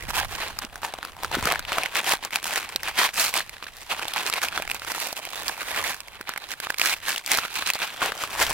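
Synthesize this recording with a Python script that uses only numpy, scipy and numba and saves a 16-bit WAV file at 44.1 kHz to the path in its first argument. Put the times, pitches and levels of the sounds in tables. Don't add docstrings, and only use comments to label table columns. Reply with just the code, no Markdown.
import sys
import numpy as np
from scipy import signal
from scipy.fft import rfft, irfft, next_fast_len
from scipy.io import wavfile
from scipy.ndimage import uniform_filter1d, map_coordinates
from numba import njit

SR = 44100
rng = np.random.default_rng(int(sys.argv[2]) if len(sys.argv) > 2 else 0)


def store_pcm(level_fs):
    pcm = np.round(np.clip(level_fs, -1, 1) * 32767).astype(np.int16)
    wavfile.write(sys.argv[1], SR, np.atleast_2d(pcm).T)


N = 376173


def gain_of(db):
    return 10 ** (np.asarray(db) / 20)


def evened(x):
    return x / np.sqrt(np.mean(x ** 2) + 1e-20)


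def read(points, hz):
    f, value = np.transpose(points)
    return np.interp(np.log(hz + 1), np.log(f + 1), value)


def follow(table):
    s, *columns = np.transpose(table)
    return [np.interp(np.arange(N) / SR, s, c) for c in columns]


def colour(x, points):
    log_gain = np.log(gain_of(read(points, abs(np.fft.fftfreq(4096, 1 / SR)))))
    response = np.exp(np.conj(signal.hilbert(log_gain)))
    taps = np.fft.ifft(response).real[:2048]
    taps = taps / np.linalg.norm(taps)
    return signal.oaconvolve(x, taps[None], axes=1)[:, :x.shape[1]]


def drift(per_s):
    width = max(round(SR / per_s), 1)
    return evened(uniform_filter1d(uniform_filter1d(rng.standard_normal(N), width), width))


EDGE_DB, ROUNDNESS = -10, 1.9


def swells(rows, rest, step=64):
    t = np.arange(0, N, step) / SR
    rows = np.array(rows)
    start, peak, end, level_db = rows[:, :4].T[:, :, None]
    away = np.where(t < peak, (peak - t) / (peak - start), (t - peak) / (end - peak))
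    swell_db = level_db + EDGE_DB * abs(away) ** ROUNDNESS
    power = gain_of(2 * np.vstack([swell_db, rest[0] + 0 * t]))
    total = power.sum(0)
    blends = np.vstack([rows[:, 4:], rest[1:]]).T @ power / total
    return [np.interp(np.arange(N) / SR, t, c) for c in [10 * np.log10(total), *blends]]


def burst(t60_s, rise_s=0.00014):
    t = np.arange(1024) / SR
    x = rng.standard_normal((2, 1024)) * gain_of(-60 * t / t60_s) * (1 - np.exp(-t / rise_s))
    return x / np.linalg.norm(x, axis=1, keepdims=True)


def panel(hz, cycles, rise_s=0.00019, loss_per_s=250):
    t = np.arange(1024) / SR
    decay = np.exp(-t * (hz / cycles + loss_per_s))
    x = np.sin(2 * np.pi * hz * t) * decay * (1 - np.exp(-(t / rise_s) ** 2))
    return x / np.linalg.norm(x)


@njit
def add(mix, size, at, sound):
    for i in at:
        n = min(sound.shape[1], mix.shape[1] - i)
        for c in range(2):
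            for j in range(n):
                mix[c, i + j] += size[i] * sound[c, j]


LARGE_DB, LARGE_DB_PER_OCTAVE = 5.5, -9


def folded(x, typical_hz, patchy_db=1.5, large_hz=1000):
    hz, t, z = signal.stft(x, SR, nperseg=256, noverlap=192)
    typical_hz = typical_hz[np.minimum((t * SR).astype(int), N - 1)]
    large_db = LARGE_DB + LARGE_DB_PER_OCTAVE * np.log2(typical_hz / 1500)
    patches = rng.standard_normal(z.shape[1:])
    patches = uniform_filter1d(patches, size=2, axis=0)
    patches = evened(uniform_filter1d(patches, size=80, axis=1))
    large = 1 / (1 + (hz[:, None] / large_hz) ** 4)
    z = z * gain_of(patchy_db * patches + large_db * large)
    return signal.istft(z, SR, nperseg=256, noverlap=192)[1][:, :N]


# (start [s], peak [s], end [s], crackle level [dB], treble re body [dB])
MOVES = [(-0.089, 0.0, 0.22, -40, -9), (0.08, 0.093, 0.136, -31.5, -4.5), (0.13, 0.17, 0.211, -26, -2),
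         (0.166, 0.242, 0.258, -27.5, -9), (0.286, 0.346, 0.372, -31, -4), (0.355, 0.413, 0.5, -30, -8.5),
         (0.563, 0.658, 0.679, -36, -9), (0.825, 0.858, 0.885, -34, -2.5), (0.776, 0.932, 0.987, -41, -9),
         (0.988, 1.039, 1.098, -39.5, -12), (1.17, 1.238, 1.3, -40.5, -8), (1.318, 1.34, 1.371, -28, -9),
         (1.37, 1.4, 1.44, -31, -4.5), (1.44, 1.495, 1.561, -24.5, -9.5), (1.45, 1.601, 1.644, -38.5, -16),
         (1.697, 1.794, 1.871, -28.5, -9.5), (1.929, 1.984, 2.023, -26.5, -6),
         (2.045, 2.117, 2.161, -22, -3.5), (2.213, 2.244, 2.281, -34.5, -8),
         (2.321, 2.356, 2.39, -29, -4.5), (2.427, 2.445, 2.512, -32, -1.5),
         (2.494, 2.568, 2.607, -26.5, -4), (2.472, 2.674, 2.748, -35.5, -6.5),
         (2.824, 2.89, 2.918, -30.5, -6.5), (2.972, 3.015, 3.072, -20, -6), (3.15, 3.213, 3.299, -24.5, 1),
         (3.336, 3.365, 3.415, -24, -4), (3.62, 3.655, 3.697, -38.5, -8), (3.72, 3.79, 3.894, -45, 0),
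         (3.898, 3.921, 3.953, -27.5, -6.5), (3.94, 4.01, 4.31, -35.5, -6.5),
         (4.135, 4.17, 4.217, -26.5, -8), (4.211, 4.26, 4.313, -29.5, -4), (4.306, 4.345, 4.387, -29, -7.5),
         (4.414, 4.433, 4.48, -28.5, -2.5), (4.481, 4.58, 4.653, -31.5, -8.5),
         (4.667, 4.73, 4.82, -37.5, -4.5), (4.848, 4.887, 5.012, -34.5, -2), (4.9, 5.06, 5.13, -32.5, -1),
         (5.161, 5.181, 5.203, -34.5, -0.5), (5.23, 5.38, 5.459, -34, -4.5),
         (5.43, 5.487, 5.543, -32, -2.5), (5.57, 5.632, 5.646, -36, -4.5), (5.709, 5.803, 5.815, -31.5, -9),
         (5.602, 5.902, 5.97, -31, -3), (6.132, 6.215, 6.235, -47.5, -25),
         (6.258, 6.292, 6.329, -33.5, -14), (6.345, 6.372, 6.389, -40, -19),
         (6.404, 6.432, 6.455, -38.5, -12), (6.479, 6.513, 6.552, -34, -4.5),
         (6.605, 6.66, 6.678, -35.5, -8), (6.679, 6.691, 6.736, -37, -6), (6.805, 6.865, 6.94, -21.5, -2.5),
         (7.04, 7.093, 7.189, -27.5, -3), (7.288, 7.335, 7.398, -21.5, -3.5), (7.41, 7.434, 7.482, -30, -7),
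         (7.515, 7.572, 7.638, -27, -6), (7.65, 7.672, 7.73, -27.5, -2.5), (7.817, 7.829, 7.848, -24.5, -7),
         (7.61, 7.8, 7.998, -33, -7), (8.002, 8.03, 8.122, -26, -8.5), (8.149, 8.242, 8.26, -34, -2.5),
         (8.383, 8.411, 8.45, -23.5, -1.5), (8.265, 8.47, 8.77, -30.5, -4)]
# (level [dB], treble re body [dB])
HANDS_AT_REST = (-48.5, -7)
# (time [s], typical ring [Hz])
PANEL_RINGS = [(0.0, 1762), (0.6, 1473), (1.55, 1403), (1.95, 1761), (2.85, 1842), (3.05, 2427),
               (3.9, 1862), (4.6, 1722), (5.1, 1869), (5.85, 1594), (6.2, 2070), (6.85, 2494), (7.35, 2082),
               (7.7, 2464), (8.03, 1445), (8.53, 1710)]
# (frequency [Hz], level [dB])
BODY_SPECTRUM = [(150, -30.5), (400, -13.5), (800, -4), (1300, -3.5), (2500, -1.5), (4000, -5.5),
                 (6000, -20.5), (9000, -35)]
# (frequency [Hz], level [dB])
FIBRE_SPECTRUM = [(2500, -26), (4500, 2.5), (6000, 0), (10000, -2), (14000, -3), (17000, -12.5)]
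# (frequency [Hz], level [dB])
WALL_SPECTRUM = [(80, -16.5), (150, -3.5), (300, 0.5), (500, -7), (800, -18.5)]
BOOM_DB, BOOM_FOLLOW, BOOM_DB_PER_OCTAVE = -49, 0.73, -6.5


def crackle(count=24):
    level_db, crisp_db = swells(MOVES, HANDS_AT_REST)
    typical_hz, = follow(PANEL_RINGS)
    per_s = 900 * gain_of(.55 * (level_db + 34.5) + 4.0 * drift(60))
    chance, tail = rng.random((2, N))
    size = gain_of(5.14 * np.minimum(-np.log(tail + 1e-9), 3.3)) * (chance < per_s / SR)
    size = evened(size / np.sqrt(uniform_filter1d(per_s, round(0.09 * SR))))
    size_crisp = size * gain_of(4.5 * rng.standard_normal(N))

    rings_hz = np.geomspace(450, 4200, count)
    wanted_hz = typical_hz * 2 ** (.9 * rng.standard_normal(N))
    kind = np.clip(np.searchsorted(rings_hz, wanted_hz), 0, count - 1)
    body, crisp, boom = np.zeros((3, 2, N))
    for k, hz in enumerate(rings_hz):
        t60_s = rng.uniform(0.002, 0.024)
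        side = (-1) ** k * 0.18
        ring = 0.54 * panel(hz, 2.9) * [[1], [side]] + 0.95 * burst(t60_s)
        at = np.flatnonzero((size > 0) & (kind == k))
        add(body, size, at, ring)
        add(crisp, size_crisp, at, burst(.3 * t60_s))
        add(boom, size, at, burst(5 * t60_s, 0.0008))

    rub = gain_of(-2.5 + 5.05 * drift(45)) * rng.standard_normal((2, 2, N))
    body = folded(colour(evened(body) + rub[0], BODY_SPECTRUM), typical_hz)
    crisp = colour(evened(crisp) + gain_of(-2.5) * rub[1], FIBRE_SPECTRUM)
    boom = colour(boom, WALL_SPECTRUM)
    boom_db = BOOM_DB + BOOM_FOLLOW * (level_db + 36.0)
    boom_db = boom_db + BOOM_DB_PER_OCTAVE * np.log2(typical_hz / 1500)
    body = gain_of(level_db) * evened(body)
    crisp = gain_of(level_db + crisp_db) * evened(crisp)
    return body + crisp + gain_of(boom_db) * evened(boom)


# (start [s], peak [s], end [s], level [dB])
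GUSTS = [(-.1, 0.02, 0.79, -42), (1.2, 1.45, 1.85, -41), (1.6, 1.8, 5.7, -59), (4.45, 4.77, 4.95, -52),
         (5.2, 5.8, 5.52, -52), (6.92, 7.06, 7.13, -52), (8.27, 8.42, 8.7, -45)]
# (frequency [Hz], level [dB])
WIND_SPECTRUM = [(12, -16), (25, 2), (65, -3), (90, -3.5), (200, -16.5), (400, -42)]
CALM_DB = -58.5


def wind():
    a, b = colour(rng.standard_normal((2, N)), WIND_SPECTRUM)
    pair = np.array([a + .8 * b, (a - .8 * b) * gain_of(4)])
    level_db, = swells(GUSTS, [CALM_DB])
    return gain_of(level_db + 2.5 * drift(6)) * evened(pair)


# (frequency [Hz], correlation [0-1])
PORT_LIKENESS = [(60, 0.6), (250, 0.58), (550, 1), (1650, 0.53), (4970, 0.43), (15000, 0)]
# (frequency [Hz], left re right [dB])
BODY_SHADE = [(700, 1.5), (15000, -2)]


def ports(pair):
    n = next_fast_len(N)
    hz = np.fft.rfftfreq(n, 1 / SR)
    a, b = rfft(pair, n)
    half = np.arccos(np.clip(read(PORT_LIKENESS, hz), 0, 1)) / 2
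    shade = gain_of(read(BODY_SHADE, hz) / 2)
    left = (a * np.cos(half) + b * np.sin(half)) * shade
    right = (a * np.cos(half) - b * np.sin(half)) / shade
    return irfft([left, right], n)[:, :N]


# (frequency [Hz], level [dB])
AIR_SPECTRUM = [(59, -29), (100, -29), (322, 6), (736, 16), (2080, 5.5), (6290, -3), (11200, 3),
                (16000, -14)]
AIR_DB = -56.5


def air():
    return gain_of(AIR_DB) * ports(colour(rng.standard_normal((2, N)), AIR_SPECTRUM))


# (time [s], relative level [dB], ring [Hz])
THUMPS = [(0.084, -35.5, 224), (0.645, -34, 225), (1.369, -25, 320), (1.383, -26, 229), (1.428, -26.5, 85),
          (1.456, -27.5, 200), (2.755, -34, 340), (2.99, -28.5, 393), (6.207, -36.5, 368),
          (8.407, -31.5, 454)]


def thumps():
    mix = np.zeros((2, N + 1024))
    for s, db, hz in THUMPS:
        start = round(s * SR)
        mix[0, start:start + 1024] += gain_of(db + 23.0) * panel(hz, 0.81, 0.0014, 30)
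    return mix[:, :N]


# (peak time [s], relative level [dB], panel ring [Hz], crispness [dB])
SNAPS = [(0.105, -23, 1370, -10), (0.5892, -27.5, 1265, 3), (0.758, -29.5, 1490, -8.5),
         (0.8326, -24, 1110, -24), (0.8494, -23.5, 1760, -12), (0.9392, -25, 800, -9.5),
         (0.988, -28, 730, -25), (1.0296, -26, 1460, -15), (1.0508, -25.5, 1370, -10.5),
         (1.2343, -24.5, 940, -5.5), (1.247, -18.5, 1350, -12), (1.316, -25, 900, -12),
         (1.3457, -18.5, 1430, -30), (1.3525, -17.5, 1410, -10), (1.427, -22, 1020, -10.5),
         (1.4557, -18, 1320, -5), (1.4731, -15, 1400, -16), (1.5136, -17, 1120, -24),
         (1.5227, -16, 1450, -8.5), (1.558, -18.5, 1680, -17), (1.594, -26.5, 1420, -2),
         (1.6517, -27, 2900, -15), (1.7209, -17.5, 1300, -15), (1.784, -13.5, 1300, -12),
         (1.7304, -25, 3000, -8), (1.835, -18.5, 2490, -10.5), (1.8603, -17.5, 2020, -13.5),
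         (1.9561, -16.5, 2080, -12), (1.968, -23, 2100, -2), (2.137, -18.5, 865, -12),
         (2.2287, -29.5, 980, -16), (2.25, -27.5, 1100, 0.5), (2.308, -32.5, 2100, -8),
         (2.333, -24, 2330, -14), (2.3589, -11.5, 2550, -10.5), (2.5597, -17.5, 1780, -8),
         (2.7613, -14, 4030, -10.5), (2.8333, -24.5, 1770, -5.5), (2.877, -22, 2390, -27),
         (2.9904, -13, 2000, -9), (3.077, -27, 2600, -18), (3.091, -24.5, 2200, -18),
         (3.2675, -21, 4500, -16), (3.3405, -17.5, 2130, -7), (3.3873, -21, 3320, -15),
         (3.406, -21, 1780, -24), (3.495, -31, 2350, -5.5), (3.568, -34, 1700, -17),
         (3.582, -38, 1980, -14), (3.6269, -30, 1240, -34), (3.668, -28, 1590, -27),
         (3.909, -26, 2540, -33), (3.9149, -18, 2700, -26), (3.995, -23.5, 1480, -16),
         (4.031, -26, 2500, -21), (4.054, -24.5, 870, -20), (4.0827, -22, 3550, -8.5),
         (4.1376, -20, 3360, -9), (4.1808, -17.5, 2470, -24), (4.2995, -22, 1280, -3.5),
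         (4.3275, -19, 3800, -17), (4.3385, -18.5, 2630, -8), (4.418, -20.5, 2270, -12),
         (4.4857, -20.5, 2570, -13), (4.526, -27, 1400, -14), (4.577, -17.5, 1330, -16),
         (4.600, -24, 650, -20), (4.623, -21, 2460, -12), (4.6775, -24, 2220, -15), (4.7, -21.5, 2510, -13),
         (4.715, -16, 2500, -11), (4.7467, -28.5, 950, -3.5), (4.797, -30.5, 4000, -10),
         (4.82, -30, 1430, -15), (4.8488, -28.5, 1350, -9), (4.8754, -28, 1530, -15),
         (4.919, -26.5, 1380, -1), (4.951, -26, 1280, -14), (4.981, -28, 895, -22), (5.0017, -31, 2430, 4),
         (5.0715, -31, 2660, 1), (5.1286, -26.5, 730, -4), (5.167, -32, 2540, -4), (5.2527, -28, 2290, -5),
         (5.274, -32.5, 735, -19), (5.3048, -41, 3470, 3), (5.482, -24, 3150, 1.5), (5.616, -35, 1640, -15),
         (5.709, -26.5, 2440, -14), (5.763, -25.5, 1460, -11), (5.842, -24.5, 1780, -13),
         (6.005, -32, 2580, -3.5), (6.0844, -34, 2190, -14), (6.212, -28, 1420, -9),
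         (6.293, -20.5, 1370, -11), (6.338, -29, 1720, -12), (6.3621, -24, 1600, -21),
         (6.3772, -24.5, 2120, -7), (6.5382, -28.5, 1630, -13), (6.602, -24, 1580, -6.5),
         (6.6703, -22, 1240, -23), (6.704, -14.5, 1580, -13), (6.744, -26, 2320, -15),
         (6.7848, -21, 4380, -7), (6.7974, -15.5, 2220, -9), (6.816, -10, 2520, -15),
         (6.9388, -21, 2270, -20), (6.9665, -36, 1490, -12), (7.106, -27, 2180, -7),
         (7.162, -20.5, 2900, -11), (7.1802, -23, 3380, -2.5), (7.263, -25.5, 4660, -2),
         (7.2775, -27, 2330, -4), (7.3176, -10.5, 2100, -7), (7.387, -14, 1380, -15),
         (7.4517, -24, 1340, -19), (7.625, -23, 1570, -25), (7.7027, -11, 2500, -12),
         (7.736, -24, 4440, -2), (7.7495, -26, 4460, -7), (7.755, -24.5, 780, -10), (8.019, -17, 1380, -24),
         (8.0274, -16, 1100, -21), (8.121, -20, 1630, -15), (8.238, -19.5, 1180, -11),
         (8.4673, -19.5, 3170, -13), (8.503, -26, 3010, 0), (8.51, -17.5, 960, -12)]


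def snaps():
    ring, rattle, tick = np.zeros((3, 2, N + 1024))
    lead_s, strain_s = .0005, .0014
    crack_db, ring_db, rattle_db, tick_db = 17, 9.5, 6.5, 23.5
    rattle_follow = .7
    strain = round(strain_s * SR)
    for s, db, hz, crisp_db in SNAPS:
        start = round((s - lead_s) * SR)
        at = slice(start, start + 1024)
        crack = gain_of(db + crack_db) * panel(hz, 1.1, .00012)
        longer_ring = gain_of(db + ring_db) * panel(hz, 6.4, 0.00058)
        ring[:, at] += (crack + longer_ring) * [[1], [rng.uniform(-0.47, 0.36)]]
        early = slice(start - strain, start - strain + 1024)
        rattle[:, early] += gain_of(rattle_follow * db + rattle_db) * burst(.011, strain_s)
        fibres = burst(.003, .0001) + .45 * burst(0.016, 0.0032)
        tick[:, at] += gain_of(db + crisp_db + tick_db) * fibres
    return (ring + colour(rattle, BODY_SPECTRUM) + colour(tick, FIBRE_SPECTRUM))[:, :N]


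# (time [s], left re right [dB])
BAG_PLACE = [(0.0, -4), (1.0, 0), (4.2, -1.5), (5.0, -3), (6.8, -3), (7.29, 0), (7.43, -3), (7.91, -1),
             (8.53, 0)]
LAG_SAMPLES, LAG_SAMPLES_PER_DB = 1.14, -0.67


def bag():
    pan_db, = follow(BAG_PLACE)
    lag_samples = LAG_SAMPLES + LAG_SAMPLES_PER_DB * pan_db
    left, right = ports(crackle() + thumps() + snaps())
    left = map_coordinates(left, [np.arange(N) - lag_samples], order=3)
    return np.array([left * gain_of(pan_db / 2), right * gain_of(-pan_db / 2)])


def scene():
    return bag() + wind() + air()


EDGE_HZ = 16050


def record(dry):
    taps = signal.firwin(401, EDGE_HZ, window=("kaiser", 9), fs=SR)
    return signal.oaconvolve(dry, taps[None], "same", axes=1)


dry = scene()
out = record(dry)
store_pcm(out)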